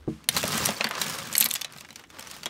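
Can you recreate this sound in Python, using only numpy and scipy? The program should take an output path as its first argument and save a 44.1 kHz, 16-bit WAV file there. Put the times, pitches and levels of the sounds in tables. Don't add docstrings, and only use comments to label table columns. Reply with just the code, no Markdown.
import sys
import numpy as np
from scipy import signal
from scipy.fft import rfft, irfft, next_fast_len
from scipy.io import wavfile
from scipy.ndimage import map_coordinates

SR = 44100
rng = np.random.default_rng(int(sys.argv[2]) if len(sys.argv) > 2 else 0)


def store_pcm(level_fs):
    pcm = np.round(np.clip(level_fs, -1, 1) * 32767).astype(np.int16)
    wavfile.write(sys.argv[1], SR, np.atleast_2d(pcm).T)


def gain_from_db(level_db):
    decades = np.asarray(level_db, float) / 20
    return 10 ** decades


N = 109897


def unit(x):
    return x / np.sqrt(np.mean(x ** 2) + 1e-20)


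def along(points, hz):
    point_hz, value = np.transpose(points)
    return np.interp(np.log(hz + 1), np.log(point_hz + 1), value)


def curves(rows):
    start_s, *columns = np.transpose(rows)
    return [np.interp(np.arange(N) / SR, start_s, column) for column in columns]


def wobble(rate):
    knots = rng.standard_normal(int(N * rate / SR) + 4)
    return map_coordinates(knots, [np.arange(N) * rate / SR])


def coloured(x, points, tilt_db=0):
    size = next_fast_len(N + 8192)
    hz = np.fft.rfftfreq(size, 1 / SR)
    gain_db = along(points, hz) + tilt_db * np.log2((hz + 50) / 3000)
    return irfft(rfft(x, size) * gain_from_db(gain_db), size)[:N]


def bandpass(x, low_hz, high_hz, order=3):
    return signal.sosfilt(signal.butter(order, [low_hz, high_hz], "band", fs=SR, output="sos"), x)


def placed(times, shapes):
    at = np.round(times * SR).astype(int)[:, None] + np.arange(shapes.shape[1])
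    return np.bincount(at.ravel(), shapes.ravel(), N + SR)[:N]


def ringing(modes, level_db, attack_s, spread_db):
    t = np.arange(SR // 3) / SR
    draw = rng.standard_normal((len(level_db), len(modes)))
    ring = 0
    for k, (hz, mode_db, t60) in enumerate(modes):
        start_db = level_db[:, None] + mode_db + spread_db * draw[:, [k]]
        ring = ring + gain_from_db(start_db - 60 * t / t60) * np.sin(2 * np.pi * hz * t)
    return ring * (1 - np.exp(-t / attack_s))


RISE_S = 0.0006
DULL, MIDDLE, BRIGHT = (499, 3050, 0.055), (1910, 7180, 0.023), (7460, 15400, 0.016)  # low_hz, high_hz, t60_s
BAND_TRIM_DB = (2.5, -1.5, 5)
SNAP = 1.26
CRACK_DB, CRACK_T60_S = 1, 0.0018
RING_DB, RING_T60_S = -5.5, 0.023
# start_s, level_db, dull_db and bright_db (both relative to level_db), ring_hz
PEN_CLICKS = [(0.2408, -36, -11, -10, 2680), (0.288, -2.5, -16.5, -4.5, 1840), (0.3542, -22, -19, -8, 1900),
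              (0.3655, -11, -5, -5.5, 4080), (0.374, -15.5, -15, -1, 4450), (0.3802, -20, -15, -2, 1840),
              (0.408, -22, -17, -13, 3480), (0.429, -17.5, -3.5, -7, 2730), (0.4385, -17, -7, -5.5, 2530),
              (0.4536, -23, -14, -4, 1840), (0.478, -21.5, -18, -1, 5700), (0.5427, -20.5, -4, -7, 1600),
              (0.5784, -21, -2, 2.5, 2770), (0.6519, -23, -20, 0, 4430), (0.6574, -10.5, -17, 2.5, 5810),
              (0.6676, -19, -3, -1, 8800), (0.6888, -14, -2.5, -24, 1880), (0.8088, -14.5, 2.5, -28, 4120),
              (0.842, -10.5, -9, -14, 4460), (0.8465, -23.5, 4, -26, 2800), (0.8686, -28.5, 6, -7, 1970),
              (0.889, -38.5, 5.5, 9.5, 11800), (0.9097, -22, 2, -9.5, 1900), (0.9515, -23, -3.5, -17, 1630),
              (1.0147, -13.5, -10, -2.5, 4000), (1.0181, -14.5, -11, -5, 5800),
              (1.0645, -20, -28, -10, 2260), (1.0969, -24, -4.5, -0.5, 5260), (1.1518, -27, -20, 0, 1630),
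              (1.1865, -24.5, -10, -2, 3800), (1.2705, -31, -3, -2, 1530), (1.3274, -21.5, -16, -4, 7200),
              (1.3366, -22.5, -11, -2, 9500), (1.3524, -9.5, -16.5, -10, 4450), (1.3653, -25, -5, 6, 11400),
              (1.3795, -16.5, -27, 10.5, 11700), (1.388, -27, -5.5, -1, 11800),
              (1.4015, -17.5, -23, 5.5, 11200), (1.4074, -9.5, -26, 5, 11900),
              (1.4102, -9, -16.5, -3, 7760), (1.4136, -14, -15.5, -20, 7990), (1.425, -13, -25, -12, 4030),
              (1.4357, -22, -16, -12, 4350), (1.442, -18.5, -29, 5, 11600), (1.4519, -22, -23, 1.5, 11400),
              (1.4563, -15.5, -11, -5, 4100), (1.459, -15.5, -37, 0.5, 4430), (1.487, -34, -16, 9, 11400),
              (1.5, -29, -22, -1, 6150), (1.5067, -19.5, -30, -17, 4230), (1.511, -15.5, -19, -1, 3560),
              (1.5318, -41, -10, 9, 7900), (1.538, -16.5, -21, -0.5, 7900),
              (1.5518, -14.5, -15.5, -8, 2550), (1.5573, -14, -14.5, -13, 3440),
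              (1.565, -25, -18, -8, 4900), (1.6116, -23, -34, -2, 4560), (1.6159, -15.5, -16.5, -9, 3530),
              (1.6454, -18.5, -14, -10.5, 3970), (1.6482, -23, -11, -21, 3083), (1.723, -35, -13, -2, 9400),
              (1.7345, -34, -9, -9, 2150), (1.7626, -35, -1.5, -11, 1550), (1.7748, -39, -15, -2, 7200),
              (1.7837, -32, -12, -9, 4060), (1.8078, -28.5, -13.5, -9, 2080), (1.8475, -35, -5, -25, 2430),
              (1.8878, -38, -2.5, -10, 2110), (1.9055, -30, -10.5, -13, 3970), (1.9275, -37, -7, -9, 3050),
              (1.9578, -28.5, -11, -8, 6000), (1.9947, -38, -3, -6, 1530), (2.0376, -36, -3.5, -22, 1820),
              (2.102, -37.5, -4, -7, 3550), (2.1862, -35.5, -3, -7, 2780), (2.1936, -28.5, -7, -0.5, 8300),
              (2.2076, -32.5, -8, -3, 5440), (2.2252, -28, -13, -12, 2130), (2.271, -31, -6, -10, 5950),
              (2.3, -34, -21, -5, 4510), (2.3123, -26, -21, -3.5, 1590), (2.3644, -35, -1, -1, 1840),
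              (2.4318, -24.5, -9.5, -13, 4570), (2.4378, -33, -10, -8, 5900),
              (2.4577, -14.5, -14, -8.5, 3320), (2.4633, -21.5, -6, -21, 3750)]


def clicks():
    start_s, level_db, dull_db, bright_db, ring_hz = np.transpose(PEN_CLICKS)
    t = np.arange(SR // 16) / SR
    noise = rng.standard_normal((len(start_s), 3, len(t)))
    noise[:, :, 0] = SNAP
    out = 0
    for k, (band, band_db) in enumerate(zip((DULL, MIDDLE, BRIGHT), (dull_db, 0 * level_db, bright_db))):
        low_hz, high_hz, t60 = band
        fall = gain_from_db(-60 * t / t60) + gain_from_db(CRACK_DB - 60 * t / CRACK_T60_S)
        burst = bandpass(noise[:, k] * fall, low_hz, high_hz)
        burst /= np.abs(burst).max(1, keepdims=True)
        out = out + burst * gain_from_db(level_db + band_db + BAND_TRIM_DB[k])[:, None]
    own_band_db = np.where(ring_hz > BRIGHT[0], bright_db, np.where(ring_hz < DULL[1], dull_db, 0))
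    ring_db = level_db + RING_DB + own_band_db
    ring = gain_from_db(ring_db[:, None] - 60 * t / RING_T60_S) * np.sin(2 * np.pi * ring_hz[:, None] * t)
    return placed(start_s + RISE_S, out + ring)


METAL_DB = -7.5
METAL_FROM_S, METAL_TO_S = 1.37, 1.56
# mode_hz, level_db, t60_s
METAL_PEN_MODES = [(4200, -13, 0.032), (8050, -1.5, 0.023), (11400, 8, 0.011), (13900, 7, 0.011)]


def metal_pen():
    start_s, level_db, _, bright_db, ring_hz = np.transpose(PEN_CLICKS)
    start_s = start_s + RISE_S
    metal = (ring_hz > BRIGHT[0]) & (start_s > METAL_FROM_S) & (start_s < METAL_TO_S)
    blow_db = (level_db + bright_db)[metal] + METAL_DB
    return placed(start_s[metal], ringing(METAL_PEN_MODES, blow_db, attack_s=0.0003, spread_db=2))


PENCIL_S, PENCIL_DB = 0.2884, -13.5
# mode_hz, level_db, t60_s
PENCIL_MODES = [(3600, -3, .03), (4080, -1, .024), (4300, -4, .024), (5770, -4, .034), (6080, -4, .02),
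                (9730, -4, .022)]


def pencil():
    ring = ringing(PENCIL_MODES, np.array([PENCIL_DB]), attack_s=0.00019, spread_db=4.0)
    return placed(np.array([PENCIL_S]), ring)


# start_s, level_db, pitch_hz, t60_s
TIN_TAPS = [(.4392, -7.5, 600, 0.013), (.4483, -8.5, 204, 0.016), (.6897, -5.5, 690, 0.01),
            (.7665, -28, 4530, 0.028), (.8055, -21.5, 687, 0.044), (.8092, -9.5, 2477, 0.0093),
            (1.3524, -14.5, 2080, 0.014), (1.4253, -14.5, 2700, 0.013), (1.437, -32, 2306, .06),
            (2.459, -29.5, 956, 0.024)]


def taps():
    start_s, level_db, pitch_hz, t60 = np.transpose(TIN_TAPS)[:, :, None]
    t = np.arange(SR // 16) / SR
    attack = 1 - np.exp(-2 * t * pitch_hz)
    tap = -gain_from_db(level_db - 60 * t / t60) * np.sin(2 * np.pi * pitch_hz * t) * attack
    return placed(start_s[:, 0], tap)


SIZE_CAP = 0.05
CRINKLES_PER_S, CRINKLE_SPREAD_DB, CRINKLE_T60_S = 500, 5, 0.0092
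HISS_SHARE = 0.44


def crinkled():
    row = rng.random((int(CRINKLES_PER_S * N / SR), 2))
    t = np.arange(SR // 80) / SR
    size_db = -CRINKLE_SPREAD_DB * np.log(np.maximum(row[:, 1:], SIZE_CAP))
    gate = unit(placed(row[:, 0] * N / SR, gain_from_db(size_db - 60 * t / CRINKLE_T60_S)))
    gate = gate * (1 - HISS_SHARE) + HISS_SHARE
    return gate * rng.standard_normal(N) * gain_from_db(1.08 * wobble(30.12))


TICKS_PER_S, TICK_SPREAD_DB = 280, 1
TICK_HZ, TICK_OCTAVES = 4510, 1.163
TICK_T60_CYCLES = 44


def ticks():
    count = int(TICKS_PER_S * N / SR)
    row, z = rng.random((count, 2)), rng.standard_normal((count, 1))
    hz = np.clip(TICK_HZ * 2 ** (TICK_OCTAVES * z), 1600, 15000)
    t = np.arange(SR // 100) / SR
    size_db = -TICK_SPREAD_DB * np.log(np.maximum(row[:, 1:], SIZE_CAP))
    fall_db = 60 * t * np.sqrt(hz * TICK_HZ) / TICK_T60_CYCLES
    return unit(placed(row[:, 0] * N / SR, gain_from_db(size_db - fall_db) * np.sin(2 * np.pi * hz * t)))


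TICK_DB = -6
# hz, level_db (per Hz)
CRINKLE_COLOUR = [(180, -32), (300, -15.5), (537, -6.5), (656, -10.5), (1210, -0.5), (1480, -4), (5340, -6),
                  (11700, -17), (16000, -15)]
# start_s, level_db, brightness_db_per_octave (held within -4, all dull, to 3, all bright)
RUSTLE_COURSE = [(0, -60, -3.5), (.1, -60, -6), (.28, -59, -4.5), (.3, -46.5, 5), (.37, -27, -2),
                 (.42, -36.5, 3), (.46, -33, -1), (.54, -28.5, 0.5), (.7, -30, 1), (.74, -36.5, 0.5),
                 (.8, -38.5, -1.5), (.86, -37, -3.5), (.9, -46.5, -2), (.97, -34, -4), (1.02, -32.5, 2.5),
                 (1.12, -34, 0.5), (1.22, -36.5, -2), (1.31, -41.5, -0.5), (1.37, -39, 2.5), (1.46, -32, 2),
                 (1.48, -44, -3.5), (1.57, -43.5, 4), (1.6, -46.5, -1.5), (1.69, -53, -4), (1.74, -51, -3),
                 (1.8, -49.5, 4), (1.83, -54.5, -3.5), (1.95, -59.5, 3.5), (2, -51, -3), (2.08, -65, 4),
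                 (2.12, -48.5, -4), (2.2, -49.5, -2.5), (2.35, -43.5, 0), (2.42, -51.5, 1),
                 (2.49, -49, -3.5)]


def rustle():
    level_db, brightness = curves(RUSTLE_COURSE)
    share = np.clip((brightness + 4) / 7, 0, 1)
    dull = unit(coloured(crinkled(), CRINKLE_COLOUR, tilt_db=-4))
    bright = unit(coloured(crinkled(), CRINKLE_COLOUR, tilt_db=3))
    bright = bright + gain_from_db(TICK_DB) * ticks()
    return gain_from_db(level_db) * (dull * np.sqrt(1 - share) + bright * np.sqrt(share))


BUMP_ATTACK_S, BOOM_DB, KNOCK_DB = 0.0019, 1, -7.5
BUMP_FAVOUR_DB = 17
# mode_hz, level_db, t60_s
PANEL_MODES = [(141, 0, 0.17), (222, 3, 0.13), (336, -2.5, 0.11)]
# mode_hz, level_db, t60_s
TIN_MODES = [(455, -10, 0.04), (560, 0.5, 0.061), (723, -18.5, 0.042), (890, 1.5, 0.054)]
# start_s, level_db, knock_db (tin bottom, relative), pitch_hz (panel favoured)
CABINET_BUMPS = [(0.288, -35, -24, 151), (0.36, -34, -4, 200), (0.548, -26, -4, 224), (0.6, -40.5, 5, 148),
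                 (0.64, -33.5, 5, 200), (0.692, -30.5, 14, 224), (0.805, -33, 13.5, 232),
                 (0.851, -30.5, 2, 228), (0.903, -49.5, 24, 223), (0.958, -45.5, 7, 240),
                 (1.008, -38, -3, 210), (1.056, -35.5, 11, 160), (1.216, -44.5, 8, 215),
                 (1.321, -41, 7.5, 211), (1.409, -34, -10.5, 222), (1.448, -37, -14, 223),
                 (1.758, -44.5, -11, 153), (1.902, -45, 2, 204), (2.189, -44.5, 11.5, 197),
                 (2.458, -34.5, -9, 350)]


def bumps():
    start_s, level_db, knock_db, pitch_hz = np.transpose(CABINET_BUMPS)
    t = np.arange(SR // 4) / SR
    draw = rng.standard_normal((len(start_s), len(PANEL_MODES) + len(TIN_MODES), 2))
    out = 0
    for k, (hz, mode_db, t60) in enumerate(PANEL_MODES + TIN_MODES):
        boom_db = BOOM_DB - BUMP_FAVOUR_DB * np.abs(np.log2(pitch_hz / hz))
        part_db = boom_db if k < len(PANEL_MODES) else KNOCK_DB + knock_db
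        size_db = level_db + mode_db + 0.64 * draw[:, k, 0] + part_db
        mode_hz = hz * (1 + 0.022 * draw[:, k, 1])
        ring = gain_from_db(size_db[:, None] - 60 * t / t60) * np.sin(2 * np.pi * mode_hz[:, None] * t)
        out = out + (-1) ** k * ring
    return placed(start_s, out * (1 - np.exp(-t / BUMP_ATTACK_S)))


THUD_S, THUD_DB = 0.0765, -23.5
PUFF_DB, PUFF_T60_S = -34, 0.07
ECHO_DB, ECHO_T60_S = -49.5, 0.49
# mode_hz, level_db, t60_s
FLOOR_MODES = [(69, -14, 0.44), (141, 0.5, .18), (163, -5, 0.27), (218.5, -0.5, 0.22), (312, 2.5, 0.16),
               (350, 3.5, 0.095), (451, -6, 0.13), (619, -7, 0.069), (740, -10, 0.065), (1194, -23, 0.014)]


def thud():
    t = np.arange(SR // 3) / SR
    puff = unit(bandpass(rng.standard_normal(len(t)), 150, 900))
    puff = gain_from_db(PUFF_DB - 60 * t / PUFF_T60_S) * puff
    echo = unit(bandpass(rng.standard_normal(len(t)), 400, 4000, order=1))
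    echo = gain_from_db(ECHO_DB - 60 * t / ECHO_T60_S) * np.sqrt(20 * t) * echo
    ring = ringing(FLOOR_MODES, np.array([THUD_DB]), attack_s=0.002, spread_db=0.5)
    return placed(np.array([THUD_S]), ring + puff + echo)


# start_s, level_db
HANDLING_COURSE = [(0, -67), (.27, -55), (.37, -39.5), (.68, -35.5), (.8, -52), (1.1, -42.5), (1.45, -51),
                   (1.65, -57.5), (1.8, -56.5), (2.08, -59.5), (2.25, -53.5), (2.49, -55.5)]
# hz, level_db (per Hz)
HANDLING_SPECTRUM = [(50, -47), (85, -9.5), (150, -1), (215, -3), (320, -12.5), (500, -20.5), (700, -51.5)]


def handling():
    (level_db,) = curves(HANDLING_COURSE)
    rumble = coloured(rng.standard_normal(N), HANDLING_SPECTRUM)
    return gain_from_db(level_db) * unit(gain_from_db(1.8 * wobble(11)) * rumble)


# start_s, level_db
FLOOR_COURSE = [(0, -47.5), (.15, -58), (.25, -78), (.38, -47), (.46, -71), (.6, -45.5), (.8, -66),
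                (1.15, -58), (1.5, -70), (2.49, -57.5)]
# hz, level_db (per Hz)
FLOOR_SPECTRUM = [(25, -47), (40, 5), (55, -1), (85, 13.5), (120, -40.5)]


def floor_rumble():
    (level_db,) = curves(FLOOR_COURSE)
    return gain_from_db(level_db) * unit(coloured(rng.standard_normal(N), FLOOR_SPECTRUM))


CABINET_DB = -14.5
# hz, t60_s
CABINET_DECAY = [(200, 0.19), (2000, 0.17), (10000, 0.058)]


def cabinet(x):
    out, step = np.zeros(N + SR), SR // 10
    for a in range(0, N, step):
        hz, t, z = signal.stft(rng.standard_normal(SR // 4), SR, nperseg=256)
        fall = gain_from_db(-60 * t / along(CABINET_DECAY, hz)[:, None])
        tail = signal.istft(z * fall, SR, nperseg=256)[1]
        wet = signal.fftconvolve(x[a:a + step], tail / np.linalg.norm(tail))
        out[a + 100:a + 100 + len(wet)] += wet
    return out[:N]


AIR_DB = -62
# hz, level_db (per Hz)
AIR_SPECTRUM = [(150, -37), (250, 11), (1500, -16), (6500, -26), (7800, -37), (16000, -41)]


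def air():
    return gain_from_db(AIR_DB) * unit(coloured(rng.standard_normal(N), AIR_SPECTRUM))


def scene():
    pens = clicks() + metal_pen() + pencil() + taps() + rustle()
    echo = gain_from_db(CABINET_DB) * cabinet(pens)
    return (pens + echo + bumps() + thud() + handling() + floor_rumble() + air())[None]


def low_pass(x):
    return signal.sosfilt(signal.butter(12, 17020, fs=SR, output="sos"), x)


TOP = 0.96
# hz, level_db
MIC_RESPONSE = [(22, -38), (42, -2.5), (9500, 0), (10500, -3.5), (11300, -1), (15700, -6), (16100, -36),
                (16900, -36), (17100, -87)]


def record(dry):
    limited = dry[0] / (1 + np.abs(dry[0] / TOP) ** 4) ** 0.25
    mix = coloured(limited, MIC_RESPONSE)[None]
    return low_pass(mix)


dry = scene()
out = record(dry)
store_pcm(out)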